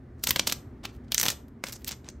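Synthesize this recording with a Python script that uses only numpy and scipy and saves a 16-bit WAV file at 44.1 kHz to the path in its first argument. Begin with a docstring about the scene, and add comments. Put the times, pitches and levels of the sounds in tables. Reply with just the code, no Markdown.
"""In a small room, fingers drag and peel thin plastic film off a phone screen, close to the microphone.
The film lets go in sharp snaps: each is a noise spike with a short crackling tail, a ring and a dull thump.
Among them it rustles under the fingers, made from swells of noise.
The room answers these sounds with fading noise, and filtered noise makes a low ventilation rumble."""
import sys
import numpy as np
from scipy import signal
from scipy.fft import rfft, irfft, next_fast_len
from scipy.io import wavfile
from scipy.ndimage import uniform_filter1d, map_coordinates

SR = 44100
rng = np.random.default_rng(int(sys.argv[2]) if len(sys.argv) > 2 else 0)


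def unload_audio(sound):
    """Save the sound as a 16-bit wav file, at the path given as the first command line argument."""
    columns = np.transpose(np.atleast_2d(sound))
    # keep every value between -1 and 1, then stretch to whole-number steps
    steps = np.round(np.clip(columns, -1, 1) * 32767)
    wavfile.write(sys.argv[1], SR, steps.astype(np.int16))


N = 97020  # length of the scene [samples], 2.2 s

# Frequencies at which the film's colour and the left-right balance are set: (frequency [Hz])
BAND_CENTRES_HZ = [300, 750, 1800, 3100, 4500, 6000, 8300, 10300, 12600, 16800]


def snaps():
    """A spike as the glue lets go, a brief ring, gritty crackle that holds and dies away, a dull thump."""
    # Each snap: (time [s], level [dB], crackle [dB], crackle t60 [ms], ring [Hz], thump [dB],
    # low [dB], body [dB], bright [dB], air [dB]); the last four tilt the film's colour against 3 kHz
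    snap_list = [(0.2389, -17, -3, 25.57, 6240, -21, -8, -7, 4.5, 3.5),
                 (0.2718, -15, -3.5, 23.7, 5420, -27, -9, -6.5, -2.5, -3),
                 (0.2899, -25, -3.0, 31.5, 7000, -9, -5.5, 4, 4, -6),
                 (0.3077, -8.5, -15.5, 31.04, 3030, -26.5, -12, -1, -2, 0.5),
                 (0.309, -11, -12, 32.2, 2090.0, -35, -17, 0, -3.5, 6),
                 (0.361, -14.5, -8.5, 22.0, 3060, -22.5, -11, 0.5, -7.5, -10.0),
                 (0.3632, -18.5, -9, 32.0, 3200, -11, -0.5, -4.0, -1, -11),
                 (0.3956, -8.5, -15, 32.1, 5940.0, -22.5, -11, -9, -8, -19),
                 (0.4717, -19, -4, 32.0, 5630, -44, -9.5, -8.5, 0, -6.0),
                 (0.4746, -18, -3, 32.3, 3950, -29, -5, -11.5, 0, -3),
                 (0.4977, -27, -1, 32.0, 4180, -32, -12, -10, -7, -8),
                 (0.5155, -27, -13.5, 32.3, 4160, -11, -7.5, -2.5, -1.0, -7.5),
                 (0.5239, -16, -7, 28.9, 6100, -21.5, -8.5, -1, 2, -3),
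                 (0.8386, -42.5, -3.5, 31.9, 2460, -16.5, 9, -15, -4, -19),
                 (0.8546, -27, -13, 31.7, 3080, -25.0, -11.5, -9.0, -9.5, -14.5),
                 (0.8925, -56, 2, 32.0, 3790.0, -30.0, -6.5, 0, -6, -27),
                 (0.9497, -58.0, -6.5, 32.0, 3050, -28, -9.5, -4, 1.5, -1.0),
                 (1.0392, -65, -11.5, 31.7, 2000, -27, -10.5, -6.5, -1, -13.5),
                 (1.0461, -62.5, -7.5, 32.0, 1830.0, -27, -9, -3.5, -1.5, -15),
                 (1.0826, -55, -6, 31.8, 5280.0, -30.0, -8.5, -6.0, -5, -27),
                 (1.1206, -14.5, -12, 32.0, 3240, -34.0, -12.5, -10, -3.5, -6),
                 (1.1458, -10, -17, 32.0, 6060, -53, -15.5, -3.5, 3.0, 1.5),
                 (1.1806, -8.0, -16, 31.9, 5900, -34.0, -13.5, 2, 8.5, -8),
                 (1.1989, -13.5, -11, 31.8, 5830, -51, -9, 2.5, 9.5, 2.5),
                 (1.2135, -13.5, -11.5, 25.6, 5940.0, -39, -13.0, 2, 2.5, 4.0),
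                 (1.2309, -12.5, -8.5, 31.8, 5800, -45, -4.5, 3.5, 4.5, 5.5),
                 (1.2377, -21.0, -12, 32.0, 5900, -20, -4.5, -1, -4, -8),
                 (1.2553, -17, -11, 32.0, 6300, -30, 0.5, -8.5, -1.5, -5),
                 (1.2636, -17.5, -6, 31.75, 6050, -29.0, 0, -3.0, -3.5, -6),
                 (1.284, -13.5, -6.5, 32.0, 3500, -27, -8.5, -6.5, -1.5, -7),
                 (1.3021, -20, -5, 32.2, 5600, -26.5, -7, 0.5, 6.5, -1),
                 (1.4833, -62.5, 1.5, 32.0, 1810.0, -29.5, -10.0, -6.0, 1.0, 5.5),
                 (1.6394, -16.5, -14.5, 26.1, 2100, -15, 6, 10, 3.0, -7.5),
                 (1.6682, -29.5, -23, 32.0, 5200, -31.0, -4.5, -4.5, 0.5, -10),
                 (1.6713, -33.0, -9.5, 32.0, 5230.0, -26, -22, -11, -2, -17.5),
                 (1.6858, -32, -10, 31.7, 2480, -17, 4, -3, 7, -2),
                 (1.7241, -32.5, -5.5, 32.0, 5370, -27, -1, -8, 7, 8),
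                 (1.7284, -31.0, -7.5, 32.0, 5560, -37, -10.0, -1, 5, 4.5),
                 (1.7364, -35, -13, 32.0, 7340.0, -24, -16.0, 3, 12.5, 5.5),
                 (1.77, -50, -12, 30.0, 7100, -30.0, -10.0, 5, 0, -17),
                 (1.8201, -54.5, -4.5, 32.0, 1800, -31, -8, -4, -7, -5.0),
                 (1.846, -28, -15.0, 32.0, 8000, -33, -46, 0.5, 7, 1.5),
                 (1.8811, -24.5, -7.5, 32.0, 5930, -29, -35, -36, -5.5, 13.5),
                 (1.8913, -31, -5, 32.2, 5400.0, -32, -5.5, -4, 4.5, -36),
                 (1.912, -30.5, -6.5, 32.0, 6630, -15.5, -9.0, -4.5, -2.5, -7),
                 (1.9188, -26, -14.5, 32.2, 5520, -39, -13.0, -8.0, 9, -9),
                 (2.0453, -46, -14, 32.0, 3880.0, -31, -8.5, 0, -4, -17),
                 (2.066, -46, -13, 31.7, 2170.0, -30.0, -7, -4, -7, -30),
                 (2.0886, -30, -14.5, 27.3, 6300, -14, -25, 5, 9, -11),
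                 (2.1, -48, -5, 32.0, 5980, -31, -7, -1, 6, -5)]
    # How the phone body thumps: (frequency [Hz], level [dB], t60 [s])
    body_tones = [(205, -6, 0.096), (281, 1, 0.026), (523, -3, 0.038)]
    spike_ms, spike_db = 0.32, 1
    rise_ms, hold_ms, gritty_db = 1, 1.1, 2
    creak_db, creak_ms = -16, 4.1  # the glue strains just before it lets go
    ring_db, ring_t60_s = -5, 0.012  # the freed patch of film rings briefly

    out = np.zeros(N + SR)
    ms = np.arange(-882, 4410) / SR * 1000  # time from the snap; it lets go at 0
    before_ms = np.minimum(ms, 0)
    after_s = np.maximum(ms, 0) / 1000
    rise = np.maximum(np.exp(before_ms / rise_ms), amp(creak_db) * np.exp(before_ms / creak_ms))

    for time, level_db, crackle_db, t60_ms, ring_hz, thump_db, *colour in snap_list:
        random_signs = np.sign(rng.standard_normal(len(ms)))
        spike = amp(spike_db) * np.exp(-abs(ms) / spike_ms) * random_signs

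        shape = rise * amp(-60 * np.maximum(ms - hold_ms, 0) / t60_ms)
        grit = amp(crackle_db + gritty_db * wobble(894, len(ms)))
        crackle = shape * grit * rng.standard_normal(len(ms))

        ring = amp(ring_db - 60 * after_s / ring_t60_s) * np.sin(2 * np.pi * ring_hz * after_s)

        thump = np.zeros(len(ms))
        for hz, tone_db, t60_s in body_tones:
            start_db = thump_db + tone_db + rng.normal(0, 2.9)  # no two thumps alike
            thump += amp(start_db - 60 * after_s / t60_s) * np.sin(2 * np.pi * hz * after_s)

        snap = film(spike + crackle, *colour) + ring + thump
        add(out, time + ms[0] / 1000, amp(level_db) * snap)
    return out[:N]


def rustles():
    """Soft swells of fine grit while the film slides under the fingers."""
    # Each rustle: (centre [s], half length [s], level [dB], low [dB], body [dB], bright [dB], air [dB])
    rustle_list = [(0.216, .03, -70, -6.5, -9.5, 6.5, -3), (0.294, .01, -30, -5, -12, 15, 4.5),
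                   (0.392, 0.0083, -40, -2, -9.5, 7, -5), (0.475, 0.0033, -27.5, -3.5, -9, 4, -6.5),
                   (0.494, .012, -38.5, -7, -9, -2, -11), (.85, 0.014, -42, -3, -4, -9, -18),
                   (0.897, 0.017, -66.5, 2, 2, 1.5, -14), (.95, 0.025, -68.5, -8, -4.5, -1, -1.5),
                   (1.197, 0.02, -31, -3.5, -13.5, 22.5, 11.5), (1.247, 0.024, -38.5, 4.5, -3, -1, 6),
                   (1.266, 0.029, -37.5, -11, 3, 2, 0), (1.303, 0.019, -36, -11, -5, 5.5, -3.5),
                   (1.318, 0.016, -43.5, 5.5, -8, 3.5, -3.5), (1.681, 0.032, -47.5, -4.5, 4, 3, -1.5),
                   (1.753, 0.017, -51.5, 5, 1, 14, -2), (1.88, .014, -37.5, -13.5, -7.5, -0.5, -3.5),
                   (1.919, 0.0224, -44, -4, -2.5, 0, -28), (1.814, .025, -63.5, -4, 0, -6, 0.5),
                   (2.073, 0.034, -58, 9, 3, 0, -20)]
    grit_db = 3.5  # how strongly the level flutters
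    out = np.zeros(N + SR)
    t = np.arange(-3528, 3528) / SR  # seconds from the centre
    for centre, half_s, level_db, *colour in rustle_list:
        swell = np.exp(-(t / half_s) ** 4) * amp(level_db + grit_db * wobble(250, len(t)))
        add(out, centre + t[0], film(swell * rng.standard_normal(len(t)), *colour))
    return out[:N]


def film(x, low, body, bright, air):
    """The film's colour, tilted by how it is held, in place of the broad colour of x; loudness kept."""
    # Colour that all film sounds share, one value per band: (level [dB])
    shared_colour_db = [0, 2.5, 1.5, 0.5, 1, -0.5, -4.5, -8.5, 0.5, -9.5]
    tilt_db = [low, low, body, 0, bright / 2, bright, bright, (bright + air) / 2, air, air]
    colour = list(zip(BAND_CENTRES_HZ, np.add(shared_colour_db, tilt_db)))

    hz, spectrum = np.fft.rfftfreq(len(x), 1 / SR), rfft(x)
    # Divide by the smoothed spectrum, so only fine detail is left to be coloured
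    broad_power = abs(uniform_filter1d(abs(spectrum) ** 2, size=len(x) // 60))
    even = spectrum / np.sqrt(broad_power + 1e-20)
    coloured = irfft(even * amp(along(colour, hz)) * (hz > 80), len(x))
    return coloured * np.linalg.norm(x) / np.linalg.norm(coloured)


def close(x):
    """The direct sound: each side gets slightly different scattering off hands and table."""
    # Left over right, one value per band: (level difference [dB])
    balance_db = [0.2, 1, 0, -1.2, -0.5, -0.4, -0.3, -.5, -0.4, 1]
    wide_db, spread_ms = -7.5, 6  # spread_ms: time for the scattering to fade by 60 dB

    def smear():
        ms = np.arange(441) / SR * 1000
        burst = rng.standard_normal((1, 441)) * amp(-60 * ms / spread_ms)
        return burst / np.linalg.norm(burst)

    both = pair(x, scattered(x, smear)[0], wide_db)
    balance = list(zip(BAND_CENTRES_HZ, balance_db))
    halves = np.array([[0.5], [-0.5]])  # half the difference up on the left, half down on the right
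    return filtered(both, lambda hz: amp(along(balance, hz) * halves))


def room(x):
    """A diffuse tail of fading noise, duller than the direct sound, in which the low end lasts longest."""
    # How long the room rings: (frequency [Hz], t60 [s])
    room_t60 = [(300, 0.9), (1500, .3), (5000, 0.22), (8500, .26), (10500, .18), (13000, 0.32),
                (16000, .12)]
    # Colour of the sound fed to the room: (frequency [Hz], level [dB])
    room_colour = [(500, -2.5), (2000, -1.5), (8500, -1), (10300, -4.5), (12500, -2), (16000, -5)]
    room_db, delay_ms, wide_db = -14, 3, 5

    def tail():
        hz, t, noise = signal.stft(rng.standard_normal((2, SR // 3)), SR, nperseg=128)
        fade = amp(-60 * t / along(room_t60, hz)[:, None])
        fading = signal.istft(noise * fade, SR, nperseg=128)[1]
        delay = round(delay_ms * SR / 1000)
        return np.pad(fading / np.linalg.norm(fading[0]), ((0, 0), (delay, 0)))

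    dull = filtered(x, lambda hz: amp(room_db + along(room_colour, hz)))
    return pair(*scattered(dull, tail), wide_db)


def rumble():
    """Low ventilation noise, slowly easing off."""
    # Colour of the noise: (frequency [Hz], relative level per hertz [dB])
    rumble_colour = [(15, -33.5), (30, -14.5), (70, 2), (95, -3.5), (125, -1), (170, -13.5), (245, -2),
                     (310, -13.5), (370, -10.5), (480, -21.5), (800, -28), (2000, -34), (2700, -46),
                     (5000, -52.5), (9000, -60), (13000, -63.5), (16500, -63.5)]
    # Loudness over time: (time [s], level [dB])
    rumble_level = [(0, -44), (.6, -44.5), (1.2, -45.5), (1.5, -46.5), (2.2, -46.5)]
    sway_db, wide_db = 1.2, 2
    noise = unit(filtered(rng.standard_normal((2, N)), lambda hz: amp(along(rumble_colour, hz))))
    level_db = np.interp(np.arange(N) / SR, *np.transpose(rumble_level))
    level_db = level_db + sway_db * wobble(3.3, N)
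    return amp(level_db) * pair(*noise, wide_db)


def scattered(x, answer):
    """x in 30 ms stretches, each smeared by a newly drawn impulse response, as from many reflections."""
    out, step = np.zeros((2, N + SR)), 1323
    for i in range(0, N, step):
        wet = signal.fftconvolve(x[None, i:i + step], answer(), axes=1)
        out[:, i:i + wet.shape[1]] += wet
    return out[:, :N]


def pair(mid, other, wide_db):
    """Left and right from a shared middle and a second signal, added on one side and taken off the other."""
    # Side against middle for the microphone pair, before wide_db: (frequency [Hz], level [dB])
    side_level = [(60, -48.5), (110, -45.5), (200, -38), (380, -16), (700, -7), (1290, -7.5), (2380, -30),
                  (4400, -13), (8120, -9.5), (15000, -7)]
    side = filtered(other, lambda hz: amp(along(side_level, hz) + wide_db))
    return np.array([mid + side, mid - side])


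def amp(db):
    """Decibels to a plain factor."""
    return 10 ** (np.asarray(db) / 20)


def unit(x):
    """x scaled to an average (RMS) size of 1."""
    return x / np.sqrt(np.mean(x ** 2) + 1e-20)


def along(points, hz):
    """Read a curve of (Hz, value) points, with frequency on a log axis."""
    f, v = np.transpose(points)
    return np.interp(np.log(hz + 1), np.log(f + 1), v)


def filtered(x, response):
    """Make each frequency of x louder or softer by the factor response(hz)."""
    m = next_fast_len(x.shape[-1] + 2048)
    hz = np.fft.rfftfreq(m, 1 / SR)
    return irfft(rfft(x, m) * response(hz), m)[..., :x.shape[-1]]


def wobble(rate, size):
    """A smooth random curve through `rate` random points a second."""
    points = rng.standard_normal(int(size * rate / SR) + 4)
    return map_coordinates(points, [np.arange(size) * rate / SR])


def add(track, s, x):
    """Mix x into the track from time s [s]."""
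    i = round(s * SR)
    track[i:i + len(x)] += x


def scene():
    """The film heard directly and through the room, over the rumble."""
    near = snaps() + rustles()
    return close(near) + room(near) + rumble()


def record(dry):
    """The microphone rolls off and keeps nothing from its band limit up."""
    # The microphone's top end: (frequency [Hz], level [dB])
    roll_off = [(15700, -0.5), (16100, -12), (16800, -26.5)]
    top_hz = 16800
    return filtered(dry, lambda hz: amp(along(roll_off, hz)) * (hz < top_hz))


dry = scene()
out = record(dry)
unload_audio(out)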